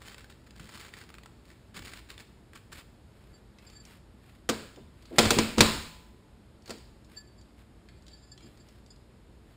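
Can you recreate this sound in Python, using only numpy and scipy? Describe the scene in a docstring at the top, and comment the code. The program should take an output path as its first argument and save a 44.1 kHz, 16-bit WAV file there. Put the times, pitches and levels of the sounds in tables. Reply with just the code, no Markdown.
"""Heavy steel parts clank down on a sheet-metal workbench in a small, humming workshop: each blow is
a noise crack, clank and thud, and sets decaying steel and bench modes ringing. Before that, plastic
crinkles for three seconds as clumped grains and snaps. A gloved hand turns a steel disc: slipping rubber
pumps up its modes, among small ticks, dull bumps and brushing. The microphone hears each source directly,
by way of the room, or both."""
import sys
import numpy as np
from scipy import signal
from scipy.fft import rfft, irfft, next_fast_len
from scipy.io import wavfile
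from scipy.ndimage import uniform_filter1d

SR = 44100
rng = np.random.default_rng(int(sys.argv[2]) if len(sys.argv) > 2 else 0)


def inscribe(sig):
    """Save sig as 16-bit PCM at rate SR to the path in sys.argv[1].

    A 1-D sig is mono; a 2-D sig holds one channel per row.
    Samples are clipped to [-1, 1] before scaling.
    """
    pcm = np.round(np.clip(np.atleast_2d(sig).T, -1, 1) * 32767)
    wavfile.write(sys.argv[1], SR, pcm.astype(np.int16))


N = 421596


def gain_of(db):
    """Decibels to amplitude."""
    return 10 ** (np.asarray(db) / 20)


def evened(x):
    """Scales to rms 1."""
    return x / np.sqrt(np.mean(x ** 2) + 1e-20)


def read(points, hz):
    """Reads a table on a log-frequency axis."""
    table_hz, value = np.transpose(points)
    return np.interp(np.log(hz + 1), np.log(table_hz + 1), value)


def add(mix, s, sound):
    """Mixes a sound in at time s."""
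    part = mix[max(round(s * SR), 0):][:len(sound)]
    part += sound[:len(part)]


def colour(x, db_at):
    """Filters x by a rule that gives dB for each frequency; rms 1."""
    size = next_fast_len(len(x))
    hz = np.fft.rfftfreq(size, 1 / SR) + 1
    return evened(irfft(rfft(x, size) * gain_of(db_at(hz)), size)[:len(x)])


def noise(db_at, size):
    """Coloured noise of rms 1."""
    return colour(rng.standard_normal(size), db_at)


def hump(hz, centre_hz, skirt_db):
    """A broad resonance whose skirts fall towards skirt_db an octave."""
    return -skirt_db * (np.hypot(np.log2(hz / centre_hz), .5) - .5)


# decay of the workshop: (frequency [Hz], t60 [s])
ROOM_DECAY = [(100, 0.76), (300, .5), (1000, .55), (2500, 0.67), (5000, 0.63), (9000, 0.64), (15000, 0.74)]


def tail(parts, rise=0.0013):
    """Diffuse sound after bursts (spectrum rule, size): it builds up, then dies band by band."""
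    hz = np.fft.rfftfreq(512, 1 / SR) + 1
    t = np.arange(150)[:, None] * 256 / SR
    power = sum((size * evened(gain_of(db_at(hz)))) ** 2 for db_at, size in parts)
    cells = rng.standard_normal((len(t), len(hz), 2)) @ [1, 1j]
    cells = cells * np.sqrt(power) * gain_of(-60 * t / read(ROOM_DECAY, hz))
    dying = signal.istft(cells.T, SR, nperseg=512)[1]
    dying = dying * (1 - np.exp(-np.arange(len(dying)) / SR / rise))
    return evened(dying) * np.sqrt(power.mean() / len(dying))


def room(x, early_db=-6, early_t60=0.1):
    """Dense reflections from the near bench and wall, together with the tail."""
    late = tail([(np.zeros_like, 1)])
    t = np.arange(len(late)) / SR
    hits = rng.random(len(late)) < 4000 / SR  # 4000 reflections per second
    taps = rng.standard_normal(len(late)) * hits * gain_of(-60 * t / early_t60)
    early = gain_of(early_db) * taps / np.linalg.norm(taps)
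    return signal.oaconvolve(x, early + late)[:N]


# treble dips of the microphone housing at depth 1: (frequency [Hz], half-width [Hz], level [dB])
HOUSING_DIPS = [(5970, 860, -23), (11500, 1700, -1.5)]


def housing(x, depth):
    """The microphone housing dulls two treble bands, deepest for sound from all around."""
    for hz, half_width_hz, db in HOUSING_DIPS:
        band = signal.lfilter(*signal.iirpeak(hz, hz / (2 * half_width_hz), SR), x)
        x = x - (1 - gain_of(db * depth)) * band
    return x


# spectrum of the ventilation rumble: (frequency [Hz], relative level [dB per Hz])
AIR_SPECTRUM = [(12, -34), (20, -27), (53, 2.5), (177, -8), (204, -4.5), (234, -10), (388, -11.5),
                (446, -17), (574, -17), (759, -21), (2820, -31), (6010, -32.5), (12800, -43.5),
                (16000, -57.5)]
AIR_DB = -55.5  # rms
# mains hum: (frequency [Hz], rms level [dB])
HUM_TONES = [(59.6, -67), (119, -69.5), (237, -71), (328, -75), (447, -77), (877, -85)]


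def background(waver=0.75):
    """Ventilation rumble and a mains hum whose phases wander by up to waver cycles."""
    t, knots = np.arange(N) / SR, np.arange(40) / 4  # a new phase every 0.25 s
    hum = 0
    for hz, db in HUM_TONES:
        wander = waver * np.interp(t, knots, rng.random(len(knots)))
        hum = hum + gain_of(db) * np.sqrt(2) * np.sin(2 * np.pi * (hz * t + wander))
    return hum + gain_of(AIR_DB) * noise(lambda hz: read(AIR_SPECTRUM, hz), size=N)


# sleeve and glove brush past things: (time [s], length [s], level before the grain [dB])
BRUSH_STROKES = [(2.514, 0.11, -62.5), (2.695, .15, -53), (2.994, 0.52, -68.5), (3.517, 0.35, -64),
                 (3.801, 0.22, -57.5), (4.137, 0.33, -66), (4.885, 0.41, -65), (5.123, 0.096, -51),
                 (6.636, 0.088, -56.5), (7.066, 0.16, -61), (7.558, 0.0836, -63.5), (8.355, 0.29, -66),
                 (8.542, 0.353, -70), (9.426, 0.18, -70)]


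def brushes(grain_db=3.0):
    """Friction of sleeve and glove: soft swells of noise with a fluctuating grain."""
    effort = np.zeros(N)
    for s, length, db in BRUSH_STROKES:
        add(effort, s, gain_of(db) * np.hanning(round(length * SR)))
    grain = evened(uniform_filter1d(rng.standard_normal(N), size=200))
    return effort * gain_of(grain_db * grain) * noise(lambda hz: hump(hz, 1700, skirt_db=6), size=N)


# feet, the hammer's handle and the jolted bench:
# (time [s], level before rise and decay [dB], centre [Hz], t60 [s])
DULL_BUMPS = [(0.594, -39.5, 150.2, 0.22), (1.767, -40, 193.5, 0.18), (1.79, -38.5, 64.6, 0.2),
              (4.238, -53, 130, .3), (4.515, -41, 80, .25), (4.765, -35, 324, 0.11), (4.80, -35, 160, 0.11),
              (4.834, -45, 89.5, 0.39), (5.104, -33, 294, 0.31), (5.142, -36, 330, 0.22),
              (5.239, -25, 100, 0.19), (5.31, -30, 90.4, 0.13), (5.599, -27, 100, .08),
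              (5.702, -34, 60, 0.55), (8.428, -44.5, 237, 0.26)]


def bumps(rise=0.021):
    """Dull bumps: low noise with a soft onset, dying without any ring."""
    out, t = np.zeros(N), np.arange(16384) / SR
    for s, db, centre_hz, t60 in DULL_BUMPS:
        thump = noise(lambda hz: hump(hz, centre_hz, skirt_db=18.5), size=len(t))
        add(out, s, thump * gain_of(db - 60 * t / t60) * (1 - np.exp(-t / rise)))
    return out


def clicks(rows, spectrum, t60, rise, skirt_db, ring_db, ring_t60):
    """Small dry bursts of noise, each with one brief resonance at its centre of colour."""
    out, t = np.zeros(N), np.arange(4096) / SR
    for s, db, centre_hz in rows:
        click = noise(lambda hz: read(spectrum, hz) + hump(hz, centre_hz, skirt_db), size=len(t))
        click = click * gain_of(-60 * t / t60)
        ring = gain_of(ring_db - 60 * t / ring_t60) * np.sin(2 * np.pi * centre_hz * t)
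        add(out, s, gain_of(db) * (click + ring) * (1 - np.exp(-t / rise)))
    return out


# the plastic is squeezed: (time [s], length [s], level before the slack is taken off [dB])
PLASTIC_SQUEEZES = [(0, 0.069, -52), (0.047, 0.09, -47.5), (0.172, 0.058, -56), (.295, 0.019, -44.5),
                    (0.457, 0.03, -62), (0.555, .14, -53.5), (0.687, .2, -45), (0.924, 0.12, -52),
                    (1.452, 0.085, -56.5), (1.742, 0.053, -42.5), (1.818, 0.097, -43.5),
                    (1.915, 0.081, -46.5), (2.087, 0.043, -44), (2.189, 0.033, -45), (2.548, 0.017, -43),
                    (2.716, 0.029, -40), (2.772, .046, -45)]
GRAB_S, RELAX_T60 = 0.0025, .06  # s to take hold, t60 once the squeeze is over
SLACK_DB = -7.5  # taken 1.5 times at the ends of a squeeze, 0.5 times at its height
HELD_UNTIL_S, HELD_DB = 2.3, -73  # between squeezes the held plastic keeps rustling faintly


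def squeezing():
    """How hard the plastic is worked: a light hold, and an arch of effort for each squeeze."""
    effort = gain_of(HELD_DB) * (np.arange(N) / SR < HELD_UNTIL_S)
    t = np.arange(SR) / SR
    for s, length, db in PLASTIC_SQUEEZES:
        arch = np.sin(np.pi * np.minimum(t / length, 1))
        relaxing_db = -60 * np.maximum(t - length, 0) / RELAX_T60
        add(effort, s, np.minimum(t / GRAB_S, 1) * gain_of(db + SLACK_DB * (1.5 - arch) + relaxing_db))
    return effort


# spectrum of the plastic: (frequency [Hz], relative level [dB per Hz])
PLASTIC_SPECTRUM = [(100, 0), (350, 1.5), (650, -6.5), (1100, -0.5), (1700, 0), (3000, -2), (4700, -2.5),
                    (7500, -5.5), (10300, -13.5), (12000, -28), (14500, -12.5)]


def crinkle(per_s=1500, spread_db=1.5, clump_db=3.0):
    """Countless tiny buckles of plastic, in clumps, as loud as it is squeezed hard."""
    sizes = gain_of(spread_db * np.minimum(rng.exponential(1, N), 4)) * rng.choice([-1, 1], N)
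    buckles = sizes * (rng.random(N) < per_s / SR)
    grains = colour(buckles, lambda hz: read(PLASTIC_SPECTRUM, hz))
    clumps = evened(uniform_filter1d(rng.standard_normal(N), size=350))
    return evened(grains * gain_of(clump_db * clumps)) * squeezing()


# smaller snaps fall at random within these ranges
FAINT_SNAPS_PER_S, FAINT_SNAP_DB, FAINT_SNAP_HZ = 40, (-52.5, -45.5), (1300, 2010)


def faint_snaps(worked_db=-63):
    """Rows (time [s], level [dB], centre [Hz]) of small snaps, only while the plastic is worked."""
    when, keep, size, pitch = rng.random((600, 4)).T
    worked = squeezing()[(when * N).astype(int)] > gain_of(worked_db)
    kept = keep < FAINT_SNAPS_PER_S * N / SR / len(when)
    db = np.interp(size, [0, 1], FAINT_SNAP_DB)
    centre_hz = np.interp(pitch, [0, 1], FAINT_SNAP_HZ)
    return list(np.transpose([when * N / SR, db, centre_hz])[worked & kept])


# sharp snaps of the plastic: (time [s], level before rise and decay [dB], centre [Hz])
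PLASTIC_SNAPS = [(0.082, -41, 3080), (0.0982, -49, 1510), (0.1445, -38, 1900), (0.181, -39, 1530),
                 (0.207, -45.5, 1700), (0.243, -43, 1540), (0.5071, -45, 4877), (0.5964, -42.5, 1387),
                 (0.8892, -46, 2360), (0.9378, -36, 1895), (0.968, -43, 1400), (1.0138, -41, 1575),
                 (1.0907, -44, 1550), (1.1014, -42, 1190), (1.141, -41.5, 1560), (1.1506, -45, 2490),
                 (1.1835, -40.5, 1200), (1.234, -43.5, 1920), (1.259, -39.5, 1315), (1.7669, -38.5, 1148),
                 (1.8815, -41, 2040), (1.935, -33.5, 2030), (2.1025, -35, 3700), (2.1784, -39.5, 3520),
                 (2.533, -44, 1600)]


def plastic():
    """Crinkling plastic: fine buckling under sharp and faint snaps."""
    snaps = clicks(PLASTIC_SNAPS + faint_snaps(), PLASTIC_SPECTRUM, t60=0.018, rise=0.00037,
                   skirt_db=1.5, ring_db=-5, ring_t60=0.024)
    return crinkle() + snaps


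# light ticks of small parts: (time [s], level before rise and decay [dB], centre [Hz])
PART_TICKS = [(3.5853, -42.5, 2590), (3.699, -44.5, 4550), (3.8511, -38.5, 5460), (4.7596, -44, 3635),
              (5.023, -47.5, 4830), (5.0548, -42.5, 3992), (6.6215, -50.5, 5400), (6.6583, -42, 4370),
              (6.782, -44, 5000), (7.0458, -51, 5280), (7.4119, -48, 4610), (7.5909, -57, 2544),
              (7.887, -43, 2110), (8.0222, -51, 4790), (8.066, -44, 3870), (8.0805, -41, 3940),
              (8.3769, -41.5, 3190), (8.4058, -46, 2370), (8.5727, -48, 4700), (8.6864, -46, 5370),
              (8.8622, -47, 4830), (8.9601, -52, 5005)]
# spectrum of steel clanks and ticks: (frequency [Hz], relative level [dB per Hz])
CLANK_SPECTRUM = [(60, -13), (300, -4.5), (460, 0.5), (700, -5.5), (1050, -1.5), (1400, 0), (1850, -2.5),
                  (2400, -2), (3100, -1.5), (4700, 0.5), (7500, -1.5), (9500, -8.5), (12000, -21),
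                  (15000, -11.5)]


def ticks():
    """Small parts tick: short clicks in the colour of the clanks."""
    return clicks(PART_TICKS, CLANK_SPECTRUM, t60=0.015, rise=0.0014,
                  skirt_db=7.5, ring_db=-9, ring_t60=0.032)


# ring of the hand-held disc:
# (frequency [Hz], relative level [dB], t60 [s], how much a touch near the rim favours the mode [0-1])
DISC_MODES = [(1728, -16, 0.22, 0), (3435, -16, 0.1, .8), (4603, 1, 0.07, 0), (4540, -8, 0.07, 0.1),
              (5005, -6, 0.13, 0.9), (6995, -10, 0.11, 1), (7397, -2, .09, 0.1), (7440, -7, 0.035, 0.2),
              (8556, -24, 0.11, 1), (10270, -28, 0.2, 0.1), (13730, -31, .15, 0)]
# the glove slips on the disc:
# (time [s], length [s], highest short-term rms level [dB], lift of the rim modes [dB])
GLOVE_SLIPS = [(3.323, 0.042, -61, -7), (3.663, 0.0094, -53, 4), (3.696, 0.064, -63, 5),
               (3.749, 0.025, -51.5, -5), (3.793, 0.018, -54, -5), (7.16, 0.021, -41.5, -8),
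               (7.198, 0.011, -59, 3), (7.269, 0.0085, -62, -6), (7.372, 0.022, -61.5, 2.5),
               (7.95, 0.043, -72, -6), (8.102, 0.019, -61, -7), (8.129, .009, -51.5, -4),
               (8.151, 0.05, -64, 10), (8.203, 0.049, -60, 4), (8.247, 0.06, -66, 15),
               (8.313, 0.0078, -47.5, 3), (8.414, 0.027, -58.5, 17.5), (8.454, 0.012, -59.5, 2.5),
               (8.592, .02, -60.5, 2), (8.904, 0.0023, -51.5, 15)]


def disc(flutter_db=3):
    """Slipping rubber pumps the modes of the disc up; the gripping hand damps them."""
    out, t = np.zeros(N), np.arange(10000) / SR
    for s, length, db, rim_db in GLOVE_SLIPS:
        push, tone = np.sin(np.pi * np.minimum(t / length, 1)), 0
        for hz, mode_db, t60, at_rim in DISC_MODES:
            flutter = evened(uniform_filter1d(rng.standard_normal(len(t)), size=90))
            pumping = push * gain_of(flutter_db * flutter)
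            # the mode stores the push and leaks at its own decay rate
            swell = signal.lfilter([1], [1, -gain_of(-60 / SR / t60)], pumping)
            wave = np.sin(2 * np.pi * (hz * t + rng.random()))
            tone = tone + gain_of(mode_db + at_rim * rim_db) * swell * wave
        loudest = np.sqrt(uniform_filter1d(tone ** 2, size=200).max())
        add(out, s, gain_of(db) * tone / loudest)
    return out


def excited(modes, strikes):
    """Modes store the energy of strikes (s, dB for each mode) and lose it at their own rates."""
    out, t = np.zeros(N), np.arange(N) / SR
    for k, (hz, db, t60) in enumerate(modes):
        gained = np.zeros(N)
        for s, strike_db in strikes:
            gained[round(s * SR)] += gain_of(db + strike_db[k]) ** 2
        energy = signal.lfilter([1], [1, -gain_of(-60 / SR / t60) ** 2], gained + 1e-30)
        out += np.sqrt(energy) * np.sin(2 * np.pi * (hz * t + rng.random()))
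    return out


# heavy steel meets the bench; levels before rise, decay and the offsets below:
# (time [s], clank level [dB], tilt [dB per octave], clank peak [Hz], thud level [dB],
# thud centre [Hz], lingering sound [dB])
STEEL_BLOWS = [(4.4899, -26.5, -1.3, 1354, -25.5, 409.6, -6.5), (4.4956, -26, -2, 1600, -28.5, 328.7, -3.5),
               (5.1837, -15.5, -1.5, 2334, -17, 420, -1), (5.188, -17.5, -0.5, 3277, -24.5, 399.5, -2),
               (5.228, -35, 0.5, 3694, -25, 230.1, 0), (5.253, -27, -3, 4372, -29, 130, 1.5),
               (5.3054, -19, 0.06, 2600, -21, 351, -1), (5.367, -45.5, -3.5, 1000, -25, 239.5, 0.5),
               (5.386, -20, -2.2, 2400, -22, 251, -1.5), (5.574, -45, -1, 1000, -27, 232, -1),
               (5.581, -26.5, -2.5, 2500, -22, 219, 1), (5.589, -30.5, -2, 1194, -22.5, 260, -1.5),
               (5.606, -12.5, -1.6, 1020, -17.5, 180, -2.5), (5.6078, -17.5, -1.5, 3944, -23, 251, -2.5),
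               (6.677, -52, -2, 4517, -52, 410.6, 1), (6.694, -45.5, -2, 900, -39, 320, -4.5),
               (6.7051, -38, -.9, 4730, -43.5, 330, -3)]
# ring of the heavy steel: (frequency [Hz], relative level [dB], t60 [s])
STEEL_MODES = [(875, -39.5, 1.6), (1003, -32.5, 1.3), (1024, -16, .12), (1153, -22.5, 0.15),
               (1373, -14.5, 0.098), (1880, -40.5, 0.66), (2320, -17, 0.13), (2590, -22.5, 0.14),
               (3099, -23, 0.16), (3400, -21, .14), (3630, -18.5, 0.11), (4100, -18.5, 0.14),
               (4370, -17, 0.14), (5100, -16, 0.12), (7219, -50.5, 0.91), (10993, -57, 1.5),
               (13011, -59.5, 1.4)]
# ring of the bench top: (frequency [Hz], relative level [dB], t60 [s])
BENCH_MODES = [(59, -14, .8), (95.2, -1, 0.36), (220.5, -1, 0.37), (272.5, -9.5, 0.35), (338.5, -6.5, .17),
               (474, -5, 0.25)]
BLOOM_S = 0.0072  # the bench top takes this long to start moving


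def ringing(steel_db=0, bench_db=-1, skirt_db=10):
    """Steel and bench top ring on; a thud wakes mostly the bench modes near its own pitch."""
    on_steel, on_bench = [], []
    bench_hz = np.array(BENCH_MODES)[:, 0]
    for s, db, _, _, thud_db, thud_hz, linger_db in STEEL_BLOWS:
        on_steel.append((s, np.full(len(STEEL_MODES), db + linger_db + steel_db)))
        woken_db = hump(bench_hz, thud_hz, skirt_db)
        on_bench.append((s + BLOOM_S, thud_db + linger_db + bench_db + woken_db))
    return excited(STEEL_MODES, on_steel) + excited(BENCH_MODES, on_bench)


CLANK_T60, THUD_T60 = 0.07, 0.12  # s


def blows(rise=.0005, thud_rise=0.0019, crack_db=0.0, crack_s=0.0066, clank_db=-1, peak_db=6,
          clank_room_db=-3.0, thud_room_db=-4):
    """Each blow is a hard crack, a clank and a thud, all noise. Gives direct and diffuse sound."""
    direct, diffuse, t = np.zeros(N), np.zeros(N), np.arange(8192) / SR
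    for s, db, tilt_db, clank_hz, thud_db, thud_hz, linger_db in STEEL_BLOWS:
        def bright(hz):
            peak = peak_db / (1 + (np.log2(hz / clank_hz) / 0.1) ** 2)
            return read(CLANK_SPECTRUM, hz) + tilt_db * np.log2(hz / 2000) + peak

        def dull(hz):
            return hump(hz, thud_hz, skirt_db=13.5)

        crack_fade = gain_of(db + crack_db) * np.exp(-(t / crack_s) ** 2)
        clank_fade = gain_of(db + clank_db - 60 * t / CLANK_T60)
        clank = noise(bright, size=len(t)) * (crack_fade + clank_fade)
        thud = noise(dull, size=len(t)) * gain_of(thud_db - 60 * t / THUD_T60)
        add(direct, s, clank * (1 - np.exp(-t / rise)) + thud * (1 - np.exp(-t / thud_rise)))
        radiated = [(bright, gain_of(clank_room_db) * np.linalg.norm(clank)),
                    (dull, gain_of(thud_room_db) * np.linalg.norm(thud))]
        add(diffuse, s, gain_of(linger_db) * tail(radiated))
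    return direct, diffuse


def scene():
    """Sums direct and room sound at the microphone, with a faint stereo rumble."""
    heavy, diffuse = blows()
    crinkling, ticking, disc_ring = plastic(), ticks(), disc()
    diffuse = diffuse + room(gain_of(-8) * crinkling + ticking + gain_of(-13.5) * disc_ring)
    direct = housing(heavy + ringing() + ticking + disc_ring, depth=.15) + housing(crinkling, depth=0.76)
    mono = direct + housing(diffuse + brushes() + bumps() + background(), depth=1.1)
    # the two channels differ only in a faint rumble of opposite sign
    side = gain_of(-81) * noise(lambda hz: hump(hz, 25.85, skirt_db=5), size=N)
    return np.array([mono + side, mono - side])


EDGE_HZ = 15600  # upper band limit


def record(dry):
    """Clips peaks beyond 0.9, then limits the band."""
    low_pass = signal.firwin(255, EDGE_HZ, window=("kaiser", 8), fs=SR)
    return signal.oaconvolve(np.clip(dry, -.9, .9), low_pass[None], "same")


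dry = scene()
out = record(dry)
inscribe(out)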